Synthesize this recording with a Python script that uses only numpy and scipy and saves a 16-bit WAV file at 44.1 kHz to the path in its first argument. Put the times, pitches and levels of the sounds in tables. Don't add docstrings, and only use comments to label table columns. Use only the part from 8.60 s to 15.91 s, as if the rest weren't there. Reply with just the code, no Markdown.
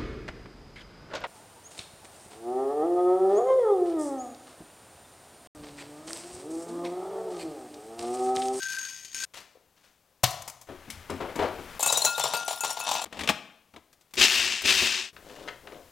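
import sys
import numpy as np
from scipy import signal
from scipy.fft import rfft, irfft
from scipy.io import wavfile
from scipy.ndimage import uniform_filter1d

SR = 44100
rng = np.random.default_rng(int(sys.argv[2]) if len(sys.argv) > 2 else 0)


def store_wav(level_fs):
    pcm = np.round(np.clip(np.atleast_2d(level_fs), -1, 1) * 32767)
    wavfile.write(sys.argv[1], SR, pcm.T.astype(np.int16))


N = 322371
T = np.arange(N) / SR
AGE = T[:SR // 2]
NUTS_END_S, STOVE_START_S, ICE_START_S, ICE_END_S, GRATER_START_S = .652, 2.07, 3.19, 4.448, 6.53

# start_s, strength_db, clink_brightness_db
ICE_CUBES = [(3.1942, -32.5, -3), (3.206, -35, 6), (3.2287, -26.5, 6.5), (3.261, -27, 5.5),
             (3.2738, -32, 9), (3.3011, -28, 0), (3.325, -25.5, 5), (3.3727, -28.5, 7.5), (3.4193, -33, 5),
             (3.4434, -31.5, 1), (3.4496, -25, 7.5), (3.579, -28, -5), (3.5962, -26.5, -0.5),
             (3.6378, -25.5, 1), (3.6534, -27, -15), (3.736, -24.5, -7), (3.7439, -32, -14),
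             (3.8794, -27.5, -4), (3.909, -31, -5), (3.9282, -37, -1), (4.007, -40.5, 13.5),
             (4.0349, -28, -7), (4.0464, -27, -3), (4.1041, -34, 3.5), (4.1707, -31.5, -14),
             (4.201, -32, -3), (4.2897, -30, -5.5), (4.313, -27.5, -3), (4.3375, -33.5, 1),
             (4.3511, -25.5, -18), (4.4167, -32.5, -4), (4.4406, -34.5, 1)]
# frequency_hz, level_db
ICE_RATTLE_SPECTRUM = [(25, -30.5), (80, -16.5), (250, -14.5), (880, -1.5), (1400, -11), (3500, -7),
                       (7500, -11.5), (15500, -40)]
ICE_KNOCK_SPECTRUM = [(60, -53), (130, -11.5), (250, -26), (450, -6.5), (650, 0), (900, 3.5), (1150, -5),
                      (1700, -19), (4000, -53)]
# pitch_hz, level_db, t60_s
GLASS_MODES = [(5600, -11, 0.11), (6880, 6.5, 0.1), (7350, 8.5, 0.16), (7330, 9.5, .1), (7950, -9, 0.17),
               (8960, 1, 0.12), (9900, -12.5, 0.3), (12370, -14, 0.32), (13130, -11, 0.22),
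               (15570, -11, .15)]
# start_s, first_mode_db, second_mode_db
WALL_BLOWS = [(3.231, -39, -35.5), (3.262, -40, -33.5), (3.463, -30, -32.5), (3.739, -32.5, -37),
              (4.008, -37.5, -39.5), (4.209, -42.5, -38), (4.351, -44, -38)]
# pitch_hz, t60_s
WALL_MODES = [(1405.5, .9), (2617, .33)]
# start_s, level_db, pitch_hz, length_s
ICE_SQUEAKS = [(3.279, -25.5, 3850, 0.038), (3.346, -25, 3840, 0.037), (3.414, -23, 4160, 0.013),
               (3.435, -27, 4090, 0.053), (3.544, -33, 3730, 0.02), (3.57, -33.5, 3540, 0.13)]
# frequency_hz, level_db
ICE_HIGH_PASS = [(20, -22), (60, -10), (120, 0), (16000, 0)]
# on_s, off_s, first_bite_relative_db, cutoff_jolt_relative_db
PULSES = [(5.565, 5.797, -15, -41.5), (6.034, 6.23, -20, -32.5)]
# centre_hz, width_hz, level_db
JUG_RESONANCES = [(1810, 140, -5), (2420, 33, -12), (2610, 110, 3), (2740, 44, 4), (2960, 25, -5),
                  (3690, 52, 2.5), (3880, 25, -12), (4930, 150, -3)]
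# frequency_hz, level_db
CHOP_SPECTRUM = [(200, -35), (450, -22.5), (850, -12), (1300, -10), (1800, -5), (2700, 1.5), (3900, -2),
                 (6400, -6), (8500, -13), (10500, -28.5), (15500, -39)]
MOTOR_SPECTRUM = [(30, -35), (70, -1.5), (140, -24), (230, -1), (300, -7.5), (378, 3), (450, -10),
                  (700, -10), (1500, -48)]
# start_s, click_relative_db
LID_CLICKS = [(4.4554, -38.5), (4.526, -31.5), (4.5452, -38), (4.5695, -36), (4.591, -25), (4.6084, -23.5),
              (4.6352, -23), (4.6744, -15.5), (4.6884, -7.5), (4.6976, -19.5), (5.1376, -46),
              (5.1616, -36.5)]
# start_s, level_db
SWITCH_TICKS = [(5.329, -55), (5.410, -58.5), (5.509, -61), (5.537, -38.5), (5.554, -40.5), (6.019, -34)]
# frequency_hz, level_db
LID_CLICK_SPECTRUM = [(400, -25.5), (900, -4), (2400, 2), (3600, 0), (4600, -6.5), (8300, -13),
                      (15500, -28.5)]
LID_BODY_SPECTRUM = [(40, -11.5), (78, 2), (120, -12), (215, 3), (400, -1), (650, 0.5), (1200, -4),
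                     (2500, -40)]
LOCK_THUD_SPECTRUM = [(40, -22), (80, -7), (120, -11), (215, -1), (400, -1.5), (680, 4), (1200, -6),
                      (2500, -29.5)]
# start_s, length_s, patter_relative_db, bare_ring_relative_db, bare_ring_swell_s
HANDFULS = [(-0.03, 0.2, -38.5, -34.5, .06), (0.529, 0.097, -39.5, -38.5, .11)]
# start_s, relative_db
NUT_CLUMPS = [(0.03, -24.5), (0.111, -36), (0.149, -30), (0.1842, -27), (0.25, -28.5), (0.4474, -31.5),
              (0.5454, -21.5), (0.565, -31), (0.6005, -27.5), (0.628, -31), (0.6355, -23)]
# pitch_hz, level_db, t60_s
SKILLET_LOW_MODES = [(1558, 11, 0.27), (1630, -13, 0.46)]
SKILLET_MODES = [(2670, -8, .17), (3115, -12.5, .35), (4580, -11, .15), (4750, -12, 0.17), (4950, -17, .25),
                 (6575, -3, 0.17), (7030, -3, .07), (7500, -10, 0.064), (8360, -3, .07),
                 (9620, -1.5, 0.089), (11570, -7, .12)]
# frequency_hz, level_db
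NUT_SPECTRUM = [(100, -11.5), (400, -17), (800, -18.5), (1300, -10), (2000, -6), (4500, -0.5), (7000, -2),
                (10500, -9.5), (15500, -21)]
# start_s, level_db, swell_s, t60_s
GARLIC_CRACKS = [(1.632, -20, 0.0067, 0.012), (1.640, -15.5, 0.002, 0.017), (1.662, -56, 0.0037, 0.16),
                 (1.706, -38, 0.0028, 0.049), (1.820, -39.5, 0.0018, 0.03), (1.877, -35, 0.0013, 0.064),
                 (1.898, -38, 0.0021, 0.024), (2.012, -47.5, 0.002, 0.094)]
# frequency_hz, level_db
SKIN_SPECTRUM = [(400, -9.5), (900, 0), (1500, -9), (2000, -7.5), (3600, -10), (6400, -3), (15500, -12)]
# pitch_hz, level_db, t60_s
BOARD_MODES = [(118, -7, 0.085), (320, -17, 0.054), (645, -1.5, 0.017), (733, -1, 0.043),
               (883, -3.5, 0.032), (1164, -6, 0.024)]
# start_s, level_db, swell_s, t60_s
LEAVES = [(0.736, -43, 0.0044, 0.28), (.765, -42.5, 0.0096, .22), (1.161, -62.5, 0.011, 0.46),
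          (1.23, -60, 0.014, 0.36)]
# frequency_hz, level_db
LEAF_SPECTRUM = [(60, -12), (350, -13), (600, -7), (2800, -8), (6700, -13.5), (15500, -28)]
# start_s, relative_db
BOARD_BUMPS = [(0.951, -48), (0.971, -48), (1.484, -63.5), (1.511, -65), (1.604, -75.5)]
# start_s, length_s, rasp_relative_db, hiss_relative_db
STROKES = [(6.547, 0.46, -47, -47.5), (7.018, 0.22, -45, -56.5)]
# start_s, relative_db
CHEESE_CATCHES = [(6.564, -35), (6.697, -40), (6.762, -40), (6.876, -30), (6.883, -26), (6.888, -28.5),
                  (7.071, -33.5), (7.121, -39), (7.145, -41)]
# frequency_hz, level_db
RASP_SPECTRUM = [(60, -16), (180, -9.5), (350, -1.5), (520, 2), (850, -8.5), (1600, -15.5), (3000, -47)]
GRATE_HISS_SPECTRUM = [(500, -22), (1000, -11), (3100, -5), (7300, -13), (15000, -32)]
CATCH_SPECTRUM = [(150, -32), (600, -4.5), (1800, 0.5), (4500, -12), (14000, -43)]
# start_s, level_db, resonance_hz, swell_s
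PAN_NUDGES = [(2.086, -40, 313, .003), (2.271, -45.5, 227, .01), (2.324, -47, 81, .009),
              (2.496, -30.5, 300, .003), (2.52, -42, 257, .011), (2.6, -31.5, 360, .008),
              (2.635, -36, 540, .007), (2.68, -39, 467, .01), (2.755, -31, 305.3, .003),
              (2.787, -22, 396, .008), (2.82, -25, 510, .005), (2.974, -39.5, 296, .012)]
# start_s, relative_db
TONG_TAPS = [(2.3007, -20.5), (2.4984, -26), (2.7566, -25)]
# pitch_hz, level_db, t60_s
TONG_MODES = [(2165, 26, 0.03), (3020, 0, 0.04), (5570, -8, 0.196), (7130, 15, 0.073), (8260, -2, .1),
              (10200, -8, 0.11)]
# frequency_hz, level_db
PAN_SPECTRUM = [(40, -9), (90, -7), (180, -16.5), (330, -17.5), (730, -12), (1360, -13), (3000, -18.5),
                (8000, -36.5), (15000, -45)]
TONG_SCRAPE_SPECTRUM = [(500, -11), (2000, -3), (4000, 1.5), (7000, 1.5), (10000, -2.5), (15500, -11)]
STEAM_SPECTRUM = [(30, 4), (300, -8), (900, -6), (1600, -6.5), (3100, -11.5), (4400, -17), (15500, -24.5)]
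# frequency_hz, level_db
QUIET_SPECTRUM = [(30, 0.5), (160, 0.5), (330, -2), (700, -1.5), (2000, -8.5), (9400, -13.5)]
AIR_SPECTRUM = [(30, 6.5), (300, -0.5), (1800, -8.5), (15500, -16.5)]

CLINK_DB, KNOCK_DB, ICE_CRACK_DB = 1.5, .5, -6
HEAP_DB, HEAP_SWELL_S, HEAP_T60_S, JOSTLE_DB = -11, 0.02, 0.47, -6
SLUMP_S, SLUMP_RELATIVE_DB, SLUMP_SWELL_S, SLUMP_T60_S = 4.24, -27.5, 0.051, 0.5
SPIN_UP_S, COAST_S, SHAFT_HZ = 0.024, 0.28, 29.8
BITE_DELAY_S, BITE_WIDTH_S = 0.065, 0.032
CHOP_RELATIVE_DB, CHIPS_RELATIVE_DB, MOTOR_RELATIVE_DB = -23.5, -38.5, -45.5
CHIPS_POWER, MOTOR_POWER = 3.4, 0.99
JOLT_ON_RELATIVE_DB, JOLT_SWELL_S, JOLT_T60_S = -34, 0.022, 0.13
LID_BODY_DB, LID_BODY_GROWTH = -27, 0.54
LOCK_S, LOCK_DB = 4.695, -22
PATTER_SWELL_S, PATTER_T60_S, BARE_T60_S = 0.01, 1.8, 0.63
HISS_POWER = 3
SIMMER_DB, SIMMER_RISE_DB_PER_S = -54.5, 8.5
NUDGE_T60_S = 0.23
TOP_HZ = 15800


def ice():
    stir_power = sum((amp(db) * envelope(s, HEAP_SWELL_S, HEAP_SWELL_S, HEAP_T60_S)) ** 2 for s, db, _ in ICE_CUBES)
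    stir = np.sqrt(stir_power)
    slump = amp(SLUMP_RELATIVE_DB) * envelope(SLUMP_S, SLUMP_SWELL_S, SLUMP_SWELL_S, SLUMP_T60_S)
    rattle = colour(through(grains(420, 4.1), burst(t60=0.02)), ICE_RATTLE_SPECTRUM)
    out = unit(rattle) * np.hypot(stir * amp(HEAP_DB), slump)

    for when, pitch, weakness in rng.random((70, 3)):
        s = ICE_START_S + when * (ICE_END_S - ICE_START_S)
        hz = 3400 + 7500 * pitch
        stir_db = 20 * np.log10(stir[int(s * SR)] + 1e-6)
        clink = ring([(hz, 0, .06), (hz * 1.37, -4, .04)])
        add(out, s, JOSTLE_DB - 10 * weakness + stir_db, clink)

    for s, db, bright_db in ICE_CUBES:
        cube = ring([(hz, -12 * np.log2(hz / 7000), .07) for hz in rng.uniform(5500, 13000, size=7)])
        chip = colour(burst(t60=0.062), [(2500, -50.0), (7000, 10.5), (15000, -3.5)])
        glass = ring(GLASS_MODES, scatter_db=7)
        clink = amp(-1.5) * crest(chip) + amp(1.0) * crest(cube) + amp(-0.5) * crest(glass)
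        knock = colour(burst(t60=0.037, rate=3000), ICE_KNOCK_SPECTRUM)
        crack = colour(burst(t60=0.1), [(1000, -20.5), (2400, -6.5), (4200, -3), (8000, -22)])
        add(out, s, db + bright_db + CLINK_DB, clink)
        add(out, s, db + KNOCK_DB, knock)
        add(out, s, db + ICE_CRACK_DB, crack)

    for s, db, hz, length in ICE_SQUEAKS:
        slide = np.sin(np.pi * np.minimum(AGE / length, 1)) * grains(8000, 2.2, size=len(AGE))
        add(out, s, db, resonate(resonate(slide, hz, 110), hz, 300))
    out = kitchen(out, wet_db=-10.0, decay_scale_s=0.73)

    ends = [row[0] for row in WALL_BLOWS[1:]] + [ICE_END_S]
    for (s, *levels), end in zip(WALL_BLOWS, ends):
        age = np.maximum(T - s, 0)
        for (hz, t60), db in zip(WALL_MODES, levels):
            decay = np.sqrt(2) * amp(db - 60 * age / t60)
            out += decay * np.sin(2 * np.pi * hz * age) * between(s, end)
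    return colour(out, ICE_HIGH_PASS) * between(ICE_START_S, ICE_END_S)


def processor():
    speed = blade_speed()
    bite = sum(amp(db) * np.exp(-((T - on - BITE_DELAY_S) / BITE_WIDTH_S) ** 2) for on, _, db, _ in PULSES)
    jolts = 0
    for on, off, _, off_db in PULSES:
        for s, db in ((on, JOLT_ON_RELATIVE_DB), (off - JOLT_SWELL_S, off_db)):
            jolts = jolts + amp(db) * envelope(s, JOLT_SWELL_S, JOLT_SWELL_S, JOLT_T60_S)

    chop = np.hypot(amp(CHOP_RELATIVE_DB) * speed, bite)
    chips = np.hypot(amp(CHIPS_RELATIVE_DB) * speed ** CHIPS_POWER, amp(-18.5) * bite)
    running = amp(MOTOR_RELATIVE_DB) * speed ** MOTOR_POWER
    drive = np.sqrt(running ** 2 + jolts ** 2 + (amp(-20) * bite) ** 2)

    wander = unit(uniform_filter1d(rng.standard_normal(N), size=6000))
    turn = 2 * np.pi * np.cumsum(SHAFT_HZ * (1 + 0.0089 * wander)) / SR
    unevenness = unit(uniform_filter1d(rng.standard_normal(N), size=200))
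    handfuls = amp(0.49 * np.sin(2 * turn) + 1.3 * unevenness)
    hits = grains(4000, 0.96) * handfuls
    jug = sum(amp(db) * resonate(hits, hz, width) for hz, width, db in JUG_RESONANCES)
    pieces = colour(grains(4500, 1.9) * handfuls, CHOP_SPECTRUM)
    rattle = chop * (amp(-1.5) * unit(pieces) + amp(-7.0) * unit(jug))
    spray = chips * amp(-1.5) * unit(colour(grains(2900, 3.1), [(6000, -2), (11000, 3.5), (16000, -4)]))

    hum = resonate(resonate(grains(1500, 3.5), 372, 22), 376, 84)
    shake = colour(grains(1500, 3.4), MOTOR_SPECTRUM)
    motor = drive * (amp(0.5) * unit(shake) + amp(-4.5) * unit(hum))
    wet = kitchen(rattle + spray, wet_db=-14.0, decay_scale_s=0.15)
    return (wet + motor) * between(5.568, GRATER_START_S)


def blade_speed():
    runs = []
    for on, off, _, _ in PULSES:
        spin_up = np.clip((T - on) / SPIN_UP_S, 0, 1)
        coast = np.clip(1 - (T - off) / COAST_S, 0, 1)
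        runs.append(spin_up * coast)
    return np.max(runs, axis=0)


def lid():
    out, ticks = np.zeros(N), np.zeros(N)
    for s, click_db in LID_CLICKS:
        add(out, s, click_db - 8.5, colour(burst(t60=0.075, rate=4500), LID_CLICK_SPECTRUM))
        body = colour(burst(t60=0.11, swell=0.00073), LID_BODY_SPECTRUM)
        add(out, s, LID_BODY_DB + LID_BODY_GROWTH * click_db, body)
    add(out, LOCK_S, LOCK_DB, colour(burst(t60=0.053, swell=0.0015), LOCK_THUD_SPECTRUM))
    scuff = burst(t60=0.089, swell=.17, rate=2400)
    scuff_body = unit(colour(scuff, LID_BODY_SPECTRUM))
    scuff_edge = unit(colour(scuff, LID_CLICK_SPECTRUM))
    add(out, 4.49, -38, scuff_body + amp(-5.5) * scuff_edge)
    for s, db in SWITCH_TICKS:
        add(ticks, s, db, colour(burst(t60=0.066), [(1000, 1.0), (6000, 2), (15000, -7.5)]))
    return kitchen(out, wet_db=-14.0, decay_scale_s=0.93) + kitchen(ticks, wet_db=-18)


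def nuts():
    patter = sum(amp(db) * envelope(s, PATTER_SWELL_S, length, PATTER_T60_S) for s, length, db, _, _ in HANDFULS)
    bare = sum(amp(db) * envelope(s, swell, length, BARE_T60_S) for s, length, _, db, swell in HANDFULS)
    hits = unit(through(grains(204, 1.3), burst(t60=0.019))) * patter * amp(-1.5)
    for s, db in NUT_CLUMPS:
        add(hits, s, db - 6, burst(t60=0.043, rate=2300))
    ticks = colour(hits, NUT_SPECTRUM)
    modes = ring(SKILLET_MODES)
    metal = through(ticks, modes / np.linalg.norm(modes))
    base = resonate(through(grains(150, 3.5), ring(SKILLET_LOW_MODES)), 1590, 370)
    base = base / np.sqrt(uniform_filter1d(base ** 2, size=3000) + 1e-6)
    wet = kitchen(amp(3.5) * ticks + amp(-3) * metal, wet_db=-7.0)
    return (wet + base * bare * amp(-1.0)) * between(0, NUTS_END_S)


def board_work():
    leaves, garlic = np.zeros(N), np.zeros(N)
    for s, db, swell, t60 in LEAVES:
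        add(leaves, s, db, colour(burst(t60, swell, rate=3400), LEAF_SPECTRUM))
    for s, db in BOARD_BUMPS:
        add(leaves, s, db - 5.0, resonate(resonate(burst(t60=0.02), 520, 70), 520, 500))
    for s, db, swell, t60 in GARLIC_CRACKS:
        add(garlic, s, db, colour(burst(t60, swell, rate=7900), SKIN_SPECTRUM))
    add(garlic, 1.636, -18, ring(BOARD_MODES) * np.minimum(AGE / 0.0023, 1))
    tear = burst(t60=0.075, swell=0.0062)
    add(garlic, 1.635, -21, resonate(resonate(tear, 3600, 2600), 2600, 3500))
    boom = burst(t60=0.71, swell=0.0051)
    low_boom = unit(resonate(resonate(boom, 715, 90), 715, 400))
    high_boom = unit(resonate(resonate(boom, 1000, 300), 1080, 500))
    add(garlic, 1.645, -34, low_boom + amp(-3.5) * high_boom)
    return kitchen(leaves, wet_db=-9) + kitchen(garlic, wet_db=-11.0)


def grater():
    rasp, hiss = 0, 0
    for s, length, rasp_db, hiss_db in STROKES:
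        speed = np.abs(np.sin(np.pi * np.clip((T - s) / length, 0, 1)))
        rasp = rasp + amp(rasp_db) * speed
        hiss = hiss + amp(hiss_db) * speed ** HISS_POWER
    out = rasp * amp(-1.5) * unit(colour(grains(260, 2.0), RASP_SPECTRUM))
    out += hiss * amp(-6.0) * unit(colour(grains(1300, 5), GRATE_HISS_SPECTRUM))
    for s, db in CHEESE_CATCHES:
        add(out, s, db - 8.5, colour(burst(t60=0.037, swell=0.0011), CATCH_SPECTRUM))
    air = amp(-57) * unit(colour(rng.standard_normal(N), AIR_SPECTRUM)) * (T > GRATER_START_S)
    return kitchen(out, wet_db=-7.0, decay_scale_s=0.65) + air


def stove():
    out = np.zeros(N)
    for s, db, hz, swell in PAN_NUDGES:
        push = colour(burst(NUDGE_T60_S, swell), PAN_SPECTRUM)
        add(out, s, db, unit(resonate(push, hz, hz * 0.28)) + amp(-10.0) * unit(push))
    for s, db in TONG_TAPS:
        scrape = colour(burst(t60=0.05, swell=0.004), TONG_SCRAPE_SPECTRUM)
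        add(out, s, db - 15, crest(ring(TONG_MODES)) + amp(4) * crest(scrape))
    heat = amp(SIMMER_DB + SIMMER_RISE_DB_PER_S * (T - STOVE_START_S))
    fizz = unit(colour(grains(7000, 2.9), STEAM_SPECTRUM)) * heat * between(STOVE_START_S, ICE_START_S)
    return kitchen(out, wet_db=-6, decay_scale_s=0.72) + fizz


def quiet_room():
    return amp(-67.5) * unit(colour(rng.standard_normal(N), QUIET_SPECTRUM))


def kitchen(x, wet_db, decay_scale_s=1.0):
    age, tail = T[:SR], 0
    for low, high in [(40, 400), (400, 4000), (4000, 8000), (8000, 17000)]:
        band_pass = signal.butter(2, [low, high], "band", fs=SR, output="sos")
        band = signal.sosfilt(band_pass, rng.standard_normal(SR))
        tail = tail + band * amp(-60 * age / decay_scale_s * (1.5 + low / 9000))
    tail = tail * np.clip((age - .003) / 0.0022, 0, 1)
    return x + amp(wet_db) * through(x, tail / np.linalg.norm(tail))


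def grains(rate, spread_db, size=N):
    hit = rng.random(size) < rate / SR
    strength = amp(spread_db * np.clip(rng.standard_normal(size), -2, 2))
    return unit(hit * rng.choice([-1, 1], size) * strength)


def burst(t60, swell=0.00061, rate=12000):
    shape = np.minimum(AGE / swell, 1) * amp(-60 * np.maximum(AGE - swell, 0) / t60)
    return shape * grains(rate, 4.2, size=len(AGE))


def ring(modes, scatter_db=0):
    out = 0
    for hz, db, t60 in modes:
        decay = amp(db + scatter_db * rng.standard_normal() - 60 * AGE / t60)
        out = out + decay * np.sin(2 * np.pi * hz * AGE)
    return out


def resonate(x, hz, width_hz):
    b, a = signal.iirpeak(min(hz, .45 * SR), hz / min(width_hz, SR / 4), fs=SR)
    return signal.lfilter(b, a, x)


def colour(x, points):
    hz, db = np.transpose(points)
    f = np.linspace(1, SR / 2, 2049)
    cepstrum = irfft(np.log(amp(np.interp(np.log(f), np.log(hz), db))))
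    half = len(cepstrum) // 2
    cepstrum[1:half] *= 2
    cepstrum[half + 1:] = 0
    return through(x, irfft(np.exp(rfft(cepstrum))))


def through(x, response):
    return signal.fftconvolve(x, response)[:len(x)]


def envelope(start, swell, hold, t60):
    return np.clip((T - start) / swell, 0, 1) * amp(-60 * np.maximum(T - start - hold, 0) / t60)


def between(start, end):
    return np.clip((T - start) / .002, 0, 1) * np.clip((end - T) / .002, 0, 1)


def add(track, s, db, sound):
    start = max(int(s * SR), 0)
    track[start:start + len(sound)] += amp(db) * crest(sound)[:N - start]


def crest(x):
    return x / np.sqrt(uniform_filter1d(x ** 2, size=264).max())


def unit(x):
    return x / np.std(x)


def amp(db):
    return 10 ** (np.asarray(db) / 20)


def scene():
    mono = nuts() + board_work() + stove() + ice() + lid() + processor() + grater() + quiet_room()
    return np.outer([4 / 3, 2 / 3], mono)


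def record(dry):
    rounded = .85 * np.tanh(dry / .85)
    low_pass = signal.ellip(10, .1, 80, TOP_HZ, fs=SR, output="sos")
    return signal.sosfilt(low_pass, rounded)


dry = scene()
out = record(dry)
store_wav(out)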